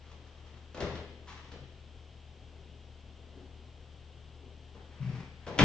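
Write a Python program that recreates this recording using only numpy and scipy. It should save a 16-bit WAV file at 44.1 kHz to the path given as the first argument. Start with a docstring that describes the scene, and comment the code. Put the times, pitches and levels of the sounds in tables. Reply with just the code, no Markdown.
"""A golf cart seat is tipped up in a bare garage and pulls out of its clips with a hollow clatter.
Hands rummage underneath; then the seat comes down, groans as it sticks and slips on the plastic body,
touches and drops home with a bang. Each blow is a crack, a knock, ringing panels and a hollow thump.
The hard walls answer every knock, and an air conditioner hums and blows all the while."""
import sys
import numpy as np
from scipy import signal
from scipy.fft import rfft, irfft, next_fast_len
from scipy.io import wavfile
from scipy.ndimage import map_coordinates

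SR = 44100
rng = np.random.default_rng(int(sys.argv[2]) if len(sys.argv) > 2 else 0)


def log_audio(samples):
    """Write samples as a 16-bit WAV file to the path given in sys.argv[1]."""
    # one column per channel
    frames = np.atleast_2d(samples).T
    # limit to full scale, then quantise
    limited = np.clip(frames, -1, 1)
    pcm = np.round(limited * 32767).astype(np.int16)
    wavfile.write(sys.argv[1], SR, pcm)


N = 248724

# The clatter and the bang. Each row: start in seconds, then force, hardness and weight in dB.
SEAT_BLOWS = [(0.125, -60.5, -2, -11), (0.745, -42.5, -3, -11), (0.773, -39, -5.5, -5),
              (0.804, -34.5, 0.5, -6), (0.822, -39, -4, -1.5), (0.885, -48, 3, -2), (0.913, -51, -2, 2),
              (0.953, -45.5, 2.5, -6), (1.517, -50.5, 5.5, -2.5), (1.585, -65.5, -11, 13),
              (4.748, -52.5, -5.5, -1), (5.466, -41.5, -2.5, -1.5), (5.476, -40, -4.5, -8),
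              (5.54, -46, -3, 3), (5.579, -32.5, -5, -3), (5.588, -26.5, 11.5, 3.5), (5.598, -26.5, -4, 9)]

def seat_blows():
    """The seat strikes the body; each part of the hit gets its own amount of wall echo."""
    out = np.zeros((2, N + SR))
    for start, force_db, hard_db, weight_db in SEAT_BLOWS:
        crack, knock, rings, thump = rocking(force_db, hard_db, weight_db, count=3)
        heard = garage(crack, wet_db=1.5) + garage(knock, wet_db=6)
        heard += garage(rings, wet_db=0.5) + garage(thump, wet_db=-5.5)
        out[:, round(start * SR):][:, :len(crack)] += heard
    return out[:, :N]


def rocking(force_db, hard_db, weight_db, count):
    """The seat hits and rocks back, each contact weaker, softer and with more weight behind it."""
    t = np.arange(SR * 3 // 4) / SR
    start, parts = 0, 0
    for k in range(count):
        age = np.maximum(t - start, 0)
        parts = parts + contact(age, force_db - 4 * k, hard_db - 5.5 * k, weight_db + 3.5 * k)
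        start += 0.021 * 0.7 ** k  # ever shorter gaps
    return parts


# The edge's bright crack and dull knock. Each row: frequency in Hz, relative level in dB.
CRACK_SPECTRUM = [(300, -24.5), (900, -9), (1650, 1.5), (2500, 0.5), (3300, -2), (4700, -9.5), (5450, -8.5),
                  (6400, -13), (7600, -22.5), (8600, -42.5)]
KNOCK_SPECTRUM = [(60, -19), (150, 0.5), (350, -4), (550, -4), (800, -5.5), (1200, -10.5), (1700, -15.5),
                  (2500, -23), (5000, -29.5), (8500, -50.5)]
# The ring of the plastic panels, the board under the cushion and the hollow body.
# Each row: frequency in Hz, relative level in dB, seconds to fade by 60 dB.
PANEL_MODES = [(340, -4.5, 0.15), (405.3, -3.5, 0.19), (456, -2.5, 0.079), (501.6, 1, 0.089),
               (577, -9, 0.13), (652, -8.5, 0.1), (850, -7.5, 0.12), (980, -12, 0.19), (1273, -22, 0.081)]
BOARD_MODES = [(203, -22, 0.091), (296.5, 1.5, 0.12), (1420, -19, 0.055), (1577, -11, .06),
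               (1680, -10.5, 0.08), (1780, -9, 0.046), (2210, -19.5, 0.033), (2497, -11, .05)]
HOLLOW_MODES = [(78, 3, 0.15), (101, -8.5, 0.11), (129.1, -1, 0.28), (166, -4, 0.14), (202, -10, 0.14)]

def contact(t, force_db, hard_db, weight_db):
    """The edge cracks, knocks and rings the panels; then the weight thumps the body and the board."""
    tilt_db = 0.5 - 0.25 * weight_db  # a heavy contact lasts longer, which dulls the crack
    crack = amp(-4 + hard_db) * burst(CRACK_SPECTRUM, t, t60=0.071, tilt_db=tilt_db) * rise(t, 0.00048)
    knock = burst(KNOCK_SPECTRUM, t, t60=0.057) * rise(t, 0.00082)
    # Weight flexes the panels more; a hard contact also reaches the board.
    panels = amp(-5.5 + 0.47 * weight_db) * ring(PANEL_MODES, t, scatter_db=3.5)
    late = np.maximum(t - 0.005, 0)  # the weight follows the edge
    board = amp(-12 + 1.16 * hard_db + weight_db) * ring(BOARD_MODES, late, scatter_db=2.5)
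    thump = amp(-2 + weight_db) * ring(HOLLOW_MODES, late, scatter_db=3.5) * rise(late, 0.003)
    return amp(force_db) * np.array([crack, knock, panels + board, thump])


def burst(spectrum, t, t60, tilt_db=0):
    """Crowded modes that die quickly, as a noise burst tilted by tilt_db per octave."""
    tilted = [(hz, db + tilt_db * np.log2(hz)) for hz, db in spectrum]
    return coloured(rng.standard_normal(len(t)), tilted) * amp(-60 * t / t60)


def ring(modes, t, scatter_db):
    """Damped modes, struck at new strengths each time; neighbours swing in opposite directions."""
    hz, db, t60 = np.transpose(modes)[:, :, None]
    polarity = (-1) ** np.arange(len(hz))[:, None]
    gain = polarity * amp(db + scatter_db * rng.standard_normal(hz.shape))
    return np.sum(gain * amp(-60 * t / t60) * np.sin(2 * np.pi * hz * t), axis=0)


# The groan on the way down. Each row: start and length in seconds, level in dB, slips per second.
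GROAN_STROKES = [(4.996, 0.049, -33, 134), (5.037, 0.067, -31.5, 130), (5.119, 0.061, -34, 124),
                 (5.189, 0.035, -45.5, 150)]
# Body modes shaken by the groan. Each row: frequency in Hz, level in dB relative to the low note.
SHAKEN_MODES = [(118, -18), (163, -11.5), (178, -11), (196, -17), (232, -22.5)]

def seat_groan():
    """The seat sticks and slips on the body; uneven slips shake other modes around the low note."""
    t, out = np.arange(N) / SR, np.zeros(N)
    shaken = sum(amp(db) * np.sin(2 * np.pi * hz * t + 1.6 * wobble(20)) for hz, db in SHAKEN_MODES)
    for start, length, db, slip_hz in GROAN_STROKES:
        pitch = slip_hz * (1 + 0.011 * wobble(40))
        note = np.sin(2 * np.pi * np.cumsum(pitch) / SR)
        out += amp(db) * stroke(start, length, attack_s=0.018, release_s=0.015) * (note + shaken)
    return garage(out, wet_db=-10.0)


# Scrapes as the seat goes up. 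Each row: start and length in seconds, level in dB.
SLIDE_STROKES = [(0.0, .12, -66), (.24, .03, -64), (.32, 0.26, -69), (1.257, 0.049, -48.5),
                 (1.325, 0.069, -58), (1.41, 0.067, -62)]
# Their raspy colour. Each row: frequency in Hz, relative level in dB.
SCRAPE_SPECTRUM = [(150, -22), (600, -17), (850, -1), (1170, 0.5), (1450, -6), (1800, -2), (2400, -8.5),
                   (3500, -9), (4700, -14.5), (5500, -13.5), (6700, -18.5), (8300, -35)]

def seat_slide():
    """The seat slides out of its clips and sleeves brush it."""
    gain = strokes(SLIDE_STROKES, attack_s=0.035, release_s=0.03)
    return rubbing(gain, SCRAPE_SPECTRUM, grain_db=4, grain_rate=160)


# Rubs as the seat comes down. Each row: start and length in seconds, level in dB.
CUSHION_STROKES = [(4.9, 0.12, -65), (5.0, .12, -58.5), (5.12, 0.083, -56.5), (5.38, .2, -67)]
# The swish of vinyl. Each row: frequency in Hz, relative level in dB.
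VINYL_SPECTRUM = [(300, -8), (600, -7), (1000, -2.5), (1700, -2.5), (2050, -4.5), (2400, -3), (3200, -13.5),
                  (5500, -15), (8300, -31)]

def cushion_rub():
    """The vinyl cushion rubs down the backrest."""
    gain = strokes(CUSHION_STROKES, attack_s=0.025, release_s=0.031)
    return rubbing(gain, VINYL_SPECTRUM, grain_db=2.0, grain_rate=140)


# Hand movements. Each row: start and length in seconds, level in dB.
HAND_STROKES = [(0.0, 0.52, -84), (1.05, 0.57, -72.5), (2.35, 0.29, -74.5), (3.13, 0.27, -70),
                (3.33, 0.075, -60.5), (4.38, 0.057, -63.5), (5.03, 0.17, -59.5)]
# Their muffled colour. Each row: frequency in Hz, relative level in dB.
RUMMAGE_SPECTRUM = [(70, -19), (150, -4), (250, -0.5), (370, -0.5), (550, -7.5), (800, -13.5), (1500, -23),
                    (5000, -44)]

def rummaging_hands():
    """Hands work under the seat, with a faint rustle between the strokes."""
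    gain = amp(-71) + strokes(HAND_STROKES, attack_s=0.031, release_s=0.05)
    return rubbing(gain, RUMMAGE_SPECTRUM, grain_db=1.0, grain_rate=73)


def rubbing(gain, spectrum, grain_db, grain_rate):
    """Friction: tiny uneven catches under the stroke, echoed by the walls."""
    catches = rng.standard_normal(N) * amp(grain_db * wobble(grain_rate))
    return garage(gain * coloured(catches, spectrum), wet_db=0.5)


# The reverb tail. Each row: frequency in Hz, seconds to fade by 60 dB.
GARAGE_DECAY = [(60, 0.56), (150, 0.73), (400, 0.73), (1000, 0.56), (3000, 1), (8000, 0.4)]
# Its stereo width. Each row: frequency in Hz, left-right correlation.
ECHO_CORRELATION = [(30, 0.96), (400, 0.95), (700, 0.89), (1100, .6), (1700, 0.22), (2800, -0.26),
                    (8000, 0.32)]

def garage(x, wet_db):
    """The direct sound plus the walls' answer, each frequency dying at its own speed."""
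    hz, t, bands = signal.stft(diffuse(ECHO_CORRELATION, size=SR * 3 // 4), SR, nperseg=256)
    decay = amp(-60 * t / along(GARAGE_DECAY, hz)[:, None])
    tail = signal.istft(bands * decay, SR, nperseg=256)[1]
    tail *= rise(np.arange(tail.shape[1]) / SR, 0.0015)  # echoes take a moment to thicken
    echoes = signal.fftconvolve(x[None], tail / np.linalg.norm(tail[0]), axes=1)[:, :len(x)]
    direct = np.array([x, np.pad(x, (2, 0))[:len(x)]])  # the cart's sound arrives on the left first
    return direct + amp(wet_db) * echoes


# Compressor and mains hum, and a thin motor whine. Each row: frequency in Hz, level in dB.
HUM_TONES = [(28.5, -70), (37.7, -63), (75.4, -53.5), (113.1, -69), (119.5, -63.5), (242.2, -76),
             (338, -84.5)]
WHINE_TONES = [(3200, -80)]
# The rush of the fan. Each row: frequency in Hz, relative level in dB.
FAN_SPECTRUM = [(20, -3), (60, 4), (100, -0.5), (160, 1), (250, -9.5), (420, -6), (700, -8.5), (1100, -15),
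                (1900, -17), (2500, -14.5), (3150, -10.5), (4300, -19.5), (5600, -22.5), (7900, -31),
                (8800, -56)]
# Its stereo width. Each row: frequency in Hz, left-right correlation.
FAN_CORRELATION = [(30, 0.86), (500, 0.9), (1000, 0.93), (1900, 0.6), (2900, 0.89), (4500, 0.58),
                   (6500, .42), (8000, 0)]

def air_conditioner():
    """The compressor hums, the motor whines and the fan blows; a very faint high tone pulses."""
    t = np.arange(N) / SR

    def tone(hz, drift):
        return np.sqrt(2) * np.sin(2 * np.pi * (hz * t + rng.random()) + drift * wobble(3.04))

    hum = sum(amp(db) * tone(hz, drift=0.00067 * hz) for hz, db in HUM_TONES)
    whine = sum(amp(db) * tone(hz, drift=0.76) for hz, db in WHINE_TONES)
    high_tone = amp(-97 + 2.2 * wobble(0.4)) * tone(hz=8020, drift=0.3)
    pulses = 1 + np.sin(2 * np.pi * 25 * t)
    fan = coloured(diffuse(FAN_CORRELATION, size=N), FAN_SPECTRUM) * amp(-58.5 + 0.16 * wobble(3.0))
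    return hum + whine + high_tone * pulses + fan


def diffuse(correlation, size):
    """Noise from all sides, with the given left-right correlation at each frequency."""
    def mid_side_gains(hz):
        angle = np.arccos(np.clip(along(correlation, hz), -1, 1)) / 2
        return np.array([np.cos(angle), np.sin(angle)])

    mid, side = filtered(rng.standard_normal((2, size)), mid_side_gains)
    return np.array([mid + side, mid - side])


def stroke(start, length, attack_s, release_s):
    """An envelope that rises, holds to the end of the stroke, then dies away."""
    t = np.arange(N) / SR - start
    return np.clip(t / attack_s, 0, 1) * np.exp(-np.maximum(t - length, 0) / release_s)


def strokes(rows, attack_s, release_s):
    """The envelope of a series of strokes, added in power."""
    gains = (amp(db) * stroke(start, length, attack_s, release_s) for start, length, db in rows)
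    return np.sqrt(sum(gain ** 2 for gain in gains))


def rise(t, attack_s):
    """A rounded attack from 0 towards 1."""
    return 1 - np.exp(-t / attack_s)


def wobble(rate):
    """A smooth random curve, rate knots a second."""
    return map_coordinates(rng.standard_normal(int(N * rate / SR) + 4), [np.arange(N) * rate / SR])


def coloured(x, spectrum):
    """x shaped by the given spectrum, at rms 1."""
    shaped = filtered(x, lambda hz: amp(along(spectrum, hz)))
    return shaped / np.sqrt(np.mean(shaped ** 2) + 1e-20)


def filtered(x, response):
    """An equaliser whose gain is response(hz)."""
    n = x.shape[-1]
    padded = next_fast_len(n + 8192)
    return irfft(rfft(x, padded) * response(np.fft.rfftfreq(padded, 1 / SR)), padded)[..., :n]


def along(points, hz):
    """Interpolate (Hz, value) points on a log frequency axis."""
    knots_hz, values = np.transpose(points)
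    return np.interp(np.log(hz + 1), np.log(knots_hz + 1), values)


def amp(db):
    """Decibels to gain."""
    return 10 ** (np.asarray(db) / 20)


# The pan of the whole mix. Each row: frequency in Hz, left minus right in dB.
LEFT_LEAN = [(60, 5), (100, 6), (180, 5), (310, 4.5), (530, 3.5), (920, 4), (1590, 3.5), (2740, 2.0),
             (4730, 1), (8160, 3)]

def scene():
    """Everything in the garage; the cart and the air conditioner stand to the left."""
    friction = seat_slide() + cushion_rub() + rummaging_hands()
    mix = seat_blows() + seat_groan() + friction + air_conditioner()
    return filtered(mix, lambda hz: amp(np.outer([0.5, -0.5], along(LEFT_LEAN, hz))))


def record(dry):
    """A steep low-pass takes off the treble above 8600 Hz."""
    return filtered(dry, lambda hz: 1 / np.sqrt(1 + (hz / 8600) ** 120))


dry = scene()
out = record(dry)
log_audio(out)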